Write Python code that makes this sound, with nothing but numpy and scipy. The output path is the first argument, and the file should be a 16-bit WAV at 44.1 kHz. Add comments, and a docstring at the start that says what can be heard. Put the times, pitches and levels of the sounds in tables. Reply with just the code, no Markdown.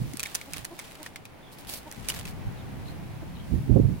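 """A puff of wind bumps the microphone over a murmur of distant traffic and a faint hiss.
Ferrets potter in the grass at the mouth of a ribbed plastic pipe: claws and bodies tick over the ribs
and make the wall ring, grass rustles, and fur brushes along the pipe. An animal gives a few soft clucks
and a far bird whistles. The wind comes back in gusts, hardest on the right near the end."""
import sys
import numpy as np
from scipy import signal
from scipy.fft import rfft, irfft, next_fast_len
from scipy.io import wavfile
from scipy.ndimage import uniform_filter1d

SR = 44100
rng = np.random.default_rng(int(sys.argv[2]) if len(sys.argv) > 2 else 0)


def store_wav(level_fs):
    """Save 16-bit WAV to argv[1]."""
    pcm = np.round(np.clip(np.atleast_2d(level_fs), -1, 1) * 32767)
    wavfile.write(sys.argv[1], SR, pcm.T.astype(np.int16))


N = 176400
T = np.arange(N) / SR

# Levels in the tables are relative: the functions may turn a whole sound up or down.
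# Wind strength on each side of the microphone. Each row: time in seconds, level in dB.
WIND_LEFT = [(.04,-35.5),(.18,-62),(1.55,-81),(1.67,-43),(1.74,-69),(1.94,-75),(1.98,-40),(2.1,-46),(2.49,-38.5),(2.6,-44),(3.52,-42.5),(3.6,-32),(3.73,-43),(3.795,-26.5),(4,-42.5)]
WIND_RIGHT = [(.03,-32),(.06,-36),(.22,-56.5),(.43,-78),(.51,-48.5),(.61,-43),(.68,-60),(1.95,-76),(2.17,-43.5),(2.55,-46),(2.76,-40),(2.9,-41),(3.48,-44),(3.535,-19),(3.645,-40),(3.68,-31.5),(3.71,-15),(3.8,-19.5),(3.92,-26),(4,-45.5)]
# The wind's deep tone. Each row: frequency in Hz, level in dB.
WIND_TONE = [(20,-23),(50,-3),(130,1),(200,-5.5),(280,-12.5),(420,-22.5),(700,-36),(1400,-63),(4000,-100)]
# Sharp bumps of wind. Each row: peak time in seconds, half-width in seconds, level in dB,
# left minus right in dB, rough pitch in Hz.
BUFFETS = [(0.019,0.0045,-29.5,-20,96.5),(.143,0.0035,-38.5,20,219),(2.474,0.014,-30,-8.5,88.5),(3.706,0.0076,-30,-21.5,314),(3.77,0.0078,-25.5,-19,392),(3.799,0.006,-22.5,-19,320),(3.862,0.005,-20,-17.5,103)]

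# The slow swell of the traffic. Each row: time in seconds, level in dB.
TRAFFIC_LEVELS = [(0,-48.5),(1.3,-49),(2.55,-44),(4,-48)]
# The traffic's muffled tone. Each row: frequency in Hz, level in dB.
TRAFFIC_TONE = [(20,2.5),(150,6),(500,-2.5),(800,-1.5),(1300,-9.5),(2300,-11),(6000,-29),(16000,-63)]
# The rise and fall of the hiss. Each row: time in seconds, level in dB.
HISS_LEVELS = [(0,-50),(.6,-53.5),(1.25,-63),(1.9,-55.5),(3.4,-56.5),(3.53,-52.5),(3.68,-54.5)]
# The hiss's tone. Each row: frequency in Hz, level in dB.
HISS_TONE = [(1000, 3), (4000, 2.5), (8000, -2.5), (10500, 1), (13000, -4.5), (16000, 1.5)]

# Taps on the pipe. Each row: time in seconds, crack level in dB, knock level in dB, knock pitch in Hz.
TICKS = [(0.1358,-34.5,-44,2140),(0.1714,-28.5,-42,2130),(.196,-24,-27.5,2480),(.2036,-27,-32,2550),(0.231,-23,-28,2410),(0.2363,-25,-31,1780),
         (0.2552,-37.5,-36,2160),(0.2588,-36,-27,2280),(0.2697,-34,-37,1800),(0.3467,-28,-41,2790),(0.3508,-18,-28.5,2620),(0.3554,-20,-30,1690),
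         (0.4139,-37,-32.5,2250),(0.535,-24,-33,2470),(0.541,-40,-32.5,2370),(0.568,-38.5,-35,2020),(.6469,-30.5,-39,1880),(.651,-26,-33,1870),
         (0.7914,-30.5,-33.5,2310),(.797,-33,-34.5,2170),(1.0305,-33.5,-44.5,2710),(1.063,-39,-30,1850),(1.1596,-37,-30.5,2170),(1.254,-40,-37.5,2430),
         (1.9146,-33.5,-42,1820),(1.925,-36,-42,2020),(2.0868,-18.5,-28.5,2380),(2.0927,-22.5,-29,2210),(2.097,-25,-41,2850),(2.1009,-23.5,-21.5,2920),
         (2.196,-32.5,-44,2960),(2.2539,-34.5,-35,2580)]
# The bright tone of a crack. Each row: frequency in Hz, level in dB.
CRACK_TONE = [(200,-19.5),(1100,-9.5),(3000,-7.5),(6500,-1.5),(10300,2),(12500,-5),(16000,-5)]
# Ways the pipe wall rings. Each row: multiple of the knock pitch, level in dB, seconds to fade by 60 dB.
PIPE_RINGS = [(1,5,0.015),(.8,-8.5,0.027),(1.62,-8,0.032)]

# How strongly the grass stirs. Each row: time in seconds, level in dB.
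RUSTLE_LEVELS = [(.14,-56),(.19,-51),(.37,-45),(.48,-56.5),(.57,-41.5),(.68,-63),(.83,-45),(.99,-53.5),(1.06,-45.5),(1.12,-59.5),(1.4,-75),(1.63,-54.5),(1.84,-57),(2.05,-49.5),(2.11,-42),(2.19,-38.5),(2.24,-53),(2.28,-44),(2.35,-70),(2.83,-66),(2.89,-52),(2.97,-72)]
# The rustle's tone. Each row: frequency in Hz, level in dB.
RUSTLE_TONE = [(200,-2),(1300,2),(2200,3.5),(3500,1.5),(6000,-4),(10000,-2),(16000,-7.5)]

# Soft clucks. Each row: start in seconds, length in seconds, rough pitch in Hz, level in dB,
# brightness in dB (added once to the second harmonic and twice to the higher ones).
CLUCKS = [(0.471,0.035,277,-50,0),(0.701,0.048,333,-43,-2),(0.983,0.057,309.7,-46.5,0),(1.855,0.04,300.3,-48.5,3.5),(3.216,0.029,319,-42,-4)]
CLUCK_HARMONICS_DB = [0, -4, -6, -30, -20]  # tones at 1 to 5 times the pitch

# Bird notes. Each row: start in seconds, length in seconds, first and last pitch in Hz, level in dB.
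WHISTLES = [(1.407,0.13,3640,3330,-63.5),(2.56,0.073,4250,3260,-65),(2.839,0.088,3840,4270,-60.5),(3.332,0.13,2990,3280,-64.5),(3.336,0.081,4020,3820,-66)]

# Strokes of fur on the pipe. Each row: start in seconds, length in seconds, level in dB.
BRUSHES = [(1.514,0.05,-40),(1.58,0.043,-35.5),(1.668,0.15,-35),(2.133,0.052,-33.5),(2.276,0.056,-39)]
# The tone of a stroke. Each row: frequency in Hz, level in dB.
BRUSH_TONE = [(200,3),(700,-0.5),(1500,-5),(4500,2),(7000,-4),(10000,0.5),(16000,1)]


def from_db(db):
    """Turn decibels into a number to multiply a sound by."""
    return 10 ** (np.asarray(db) / 20)


def unit_power(x):
    """Scale a sound so its average power is one."""
    return x / np.sqrt(np.mean(x ** 2) + 1e-20)


def unit_burst(x):
    """Give a burst the energy of one millisecond at a power of one."""
    return unit_power(x) * np.sqrt(.001 * SR / x.shape[-1])


def level(rows):
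    """Join rows of seconds and dB into a volume curve."""
    return from_db(np.interp(T, *np.transpose(rows)))


def pan(db):
    """Left and right volumes; positive dB leans left."""
    return from_db(np.array([[db], [-db]]) / 2)


def with_tone(x, tone):
    """Filter a sound by a tone table; white noise keeps its power."""
    n = next_fast_len(2 * x.shape[-1], True) // 2 * 2
    octave = np.log2(np.maximum(np.fft.rfftfreq(n, 1 / SR), 10))
    hz, db = np.transpose(tone)
    gain = unit_power(from_db(np.interp(octave, np.log2(hz), db)))
    # Fold the filter forward in time, so it rings only after a sound arrives.
    cepstrum = irfft(np.log(gain))
    cepstrum[1:n // 2] *= 2
    cepstrum[n // 2 + 1:] = 0
    return irfft(rfft(x, n) * np.exp(rfft(cepstrum)))[..., :x.shape[-1]]


def band(x, low_hz, high_hz, order):
    """Keep mostly what lies between two frequencies."""
    return signal.sosfilt(signal.butter(order, [low_hz, high_hz], "band", fs=SR, output="sos"), x)


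def noise(shared=0, size=N):
    """White stereo noise; shared runs from 0 (unrelated sides) to 1 (both the same)."""
    white = rng.standard_normal((3, size))
    return np.sqrt(shared) * white[2] + np.sqrt(1 - shared) * white[:2]


def waver(rate_hz):
    """A random wobble that slides to a new value rate_hz times a second."""
    return np.interp(T * rate_hz, np.arange(4000), rng.standard_normal(4000))


def arch(progress):
    """A rounded rise and fall as progress goes from 0 to 1."""
    return np.sin(np.pi * np.clip(progress, 0, 1))


def steadied(x, window_s=0.05):
    """Even out the slow swells of a noise but keep its quick lumps."""
    power = uniform_filter1d(x ** 2, int(window_s * SR))
    power = uniform_filter1d(power, size=441)
    return x / np.sqrt(power + 0.0099 * power.mean())


def wind():
    """Air swirls separately at each side of the microphone, making a rumble with short, sharp bumps."""
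    strength = from_db(3.5) * np.array([level(WIND_LEFT), level(WIND_RIGHT)])
    out = strength * steadied(with_tone(noise(), WIND_TONE))
    for peak, width, db, pan_db, hz in BUFFETS:
        swirl = band(noise(size=N + SR), hz / 2, hz * np.sqrt(2), order=4)[:, SR:]  # 1 s to settle
        bump = np.exp(-.5 * ((T - peak) / width) ** 2)
        out += from_db(db) * pan(pan_db) * bump * steadied(swirl)
    return out


def traffic():
    """Far traffic blends into a low murmur."""
    return level(TRAFFIC_LEVELS) * with_tone(noise(shared=0.19), TRAFFIC_TONE)


def hiss():
    """A faint high hiss sinks and returns."""
    return level(HISS_LEVELS) * pan(-1) * with_tone(noise(shared=0.021), HISS_TONE)


def pipe_knock(t, hz, spread_cycles=0.52):
    """The struck wall rings with a few fading tones, a little out of step on the left and right."""
    knock = np.zeros((2, len(t)))
    for multiple, db, fade_s in PIPE_RINGS:
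        fade = from_db(db - 60 * np.maximum(t, 0) / fade_s)
        cycles = multiple * hz * t + rng.random() + spread_cycles * rng.random((2, 1))
        knock += fade * np.sin(2 * np.pi * cycles)
    return knock


def pipe_ticks(rise_s=0.0004, crack_fade_s=0.00089, scatter_fade_s=0.0089):
    """Each tap is a bright crack and a hollow knock, pitched by the spot struck; both scatter briefly."""
    size, lead = 4096, 128  # samples in a tick, and before its peak
    out = np.zeros((2, N + size))
    t = (np.arange(size) - lead) / SR
    rise = np.exp(np.minimum(t, 0) / rise_s)
    snap = rise * np.exp(-np.maximum(t, 0) / crack_fade_s)
    scatter = rise * np.exp(-np.maximum(t, 0) / scatter_fade_s)
    for time, crack_db, knock_db, hz in TICKS:
        burst = noise(shared=0.063, size=size) * snap + from_db(-20.5) * noise(size=size) * scatter
        crack = from_db(3.5) * unit_burst(with_tone(burst, CRACK_TONE)) * pan(1)
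        knock = from_db(-0.1) * unit_burst(rise * pipe_knock(t, hz))
        tail = from_db(-1.5) * unit_burst(band(noise(size=size) * scatter, hz / 2, hz * 2, order=1))
        start = int(time * SR) - lead
        out[:, start:start + size] += from_db(crack_db) * crack + from_db(knock_db) * (knock + tail)
    return out[:, :N]


def friction(slips_per_s, spread_db=6, slip_share=0.45, catch_db=1.9, catch_hz=189):
    """Many tiny slips of uneven size, over rubbing that catches and lets go."""
    slip_here = rng.random(N) < slips_per_s / SR
    slips = slip_here * from_db(spread_db * np.minimum(rng.exponential(1, N), 3))
    power = np.maximum(uniform_filter1d(slips ** 2, size=24), 0)
    crackle = np.sqrt(1 - slip_share + slip_share * power / power.mean())
    return noise(shared=0.059) * crackle * from_db(catch_db * waver(catch_hz))


def grass_rustle():
    """Grass stirs and crackles under the animals."""
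    return with_tone(friction(slips_per_s=450) * level(RUSTLE_LEVELS), RUSTLE_TONE)


def clucks(pitch_bend=0.11, pitch_shake=0.072):
    """Short throaty notes whose pitch rises and falls with their strength."""
    out = np.zeros(N)
    wobble = 1 + pitch_shake * waver(400)
    for start, length, hz, db, bright_db in CLUCKS:
        on = (T > start) & (T < start + length)
        swell = arch((T[on] - start) / length)
        pitch = hz * wobble[on] * (1 + pitch_bend * (swell - .8))
        phase = 2 * np.pi * np.cumsum(pitch) / SR
        for k, harmonic_db in enumerate(CLUCK_HARMONICS_DB):
            gain = from_db(db + 2.5 + harmonic_db + bright_db * min(k, 2))
            out[on] += gain * swell * np.sin((k + 1) * phase)
    return out * pan(-1.6)


def bird(pitch_shake=0.037, blur_hz=459):
    """A bird whistles thin, wavering slides, blurred by distance."""
    out = np.zeros(N)
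    wobble = 1 + pitch_shake * waver(500)
    for start, length, first_hz, last_hz, db in WHISTLES:
        on = (T > start) & (T < start + length)
        progress = (T[on] - start) / length
        pitch = (first_hz + (last_hz - first_hz) * progress) * wobble[on]
        out[on] += from_db(db + 9.5) * arch(progress) * np.sin(2 * np.pi * np.cumsum(pitch) / SR)
    blur = unit_power(.5 + np.array([waver(blur_hz), waver(blur_hz)]))
    return out * blur


def fur_brushes(rise_s=0.012, fade_s=0.061):
    """Fur rubs the pipe in short bright strokes that swell and fade."""
    strokes = np.zeros(N)
    for start, length, db in BRUSHES:
        rise = 1 - np.exp(-np.maximum(T - start, 0) / rise_s)
        fade = np.clip((start + length - T) / fade_s, 0, 1)
        strokes += from_db(db) * rise * fade
    return with_tone(friction(slips_per_s=800) * strokes, BRUSH_TONE)


def dull_left(x, above_hz):
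    """Soften the treble on the left side only."""
    lowpass = signal.butter(2, above_hz, fs=SR, output="sos")
    return np.array([signal.sosfilt(lowpass, x[0]), x[1]])


def scene():
    """Add all the sounds together; ticks, rustle and fur are duller on the left."""
    pottering = dull_left(pipe_ticks() + grass_rustle(), above_hz=7900)
    fur = dull_left(fur_brushes(), above_hz=12300)
    return pottering + fur + clucks() + bird() + wind() + traffic() + hiss()


def record(dry):
    """Cut the very highest treble steeply."""
    cutoff_hz = 15900
    return signal.sosfilt(signal.ellip(12, .1, 80, cutoff_hz, fs=SR, output="sos"), dry)


dry = scene()
out = record(dry)
store_wav(out)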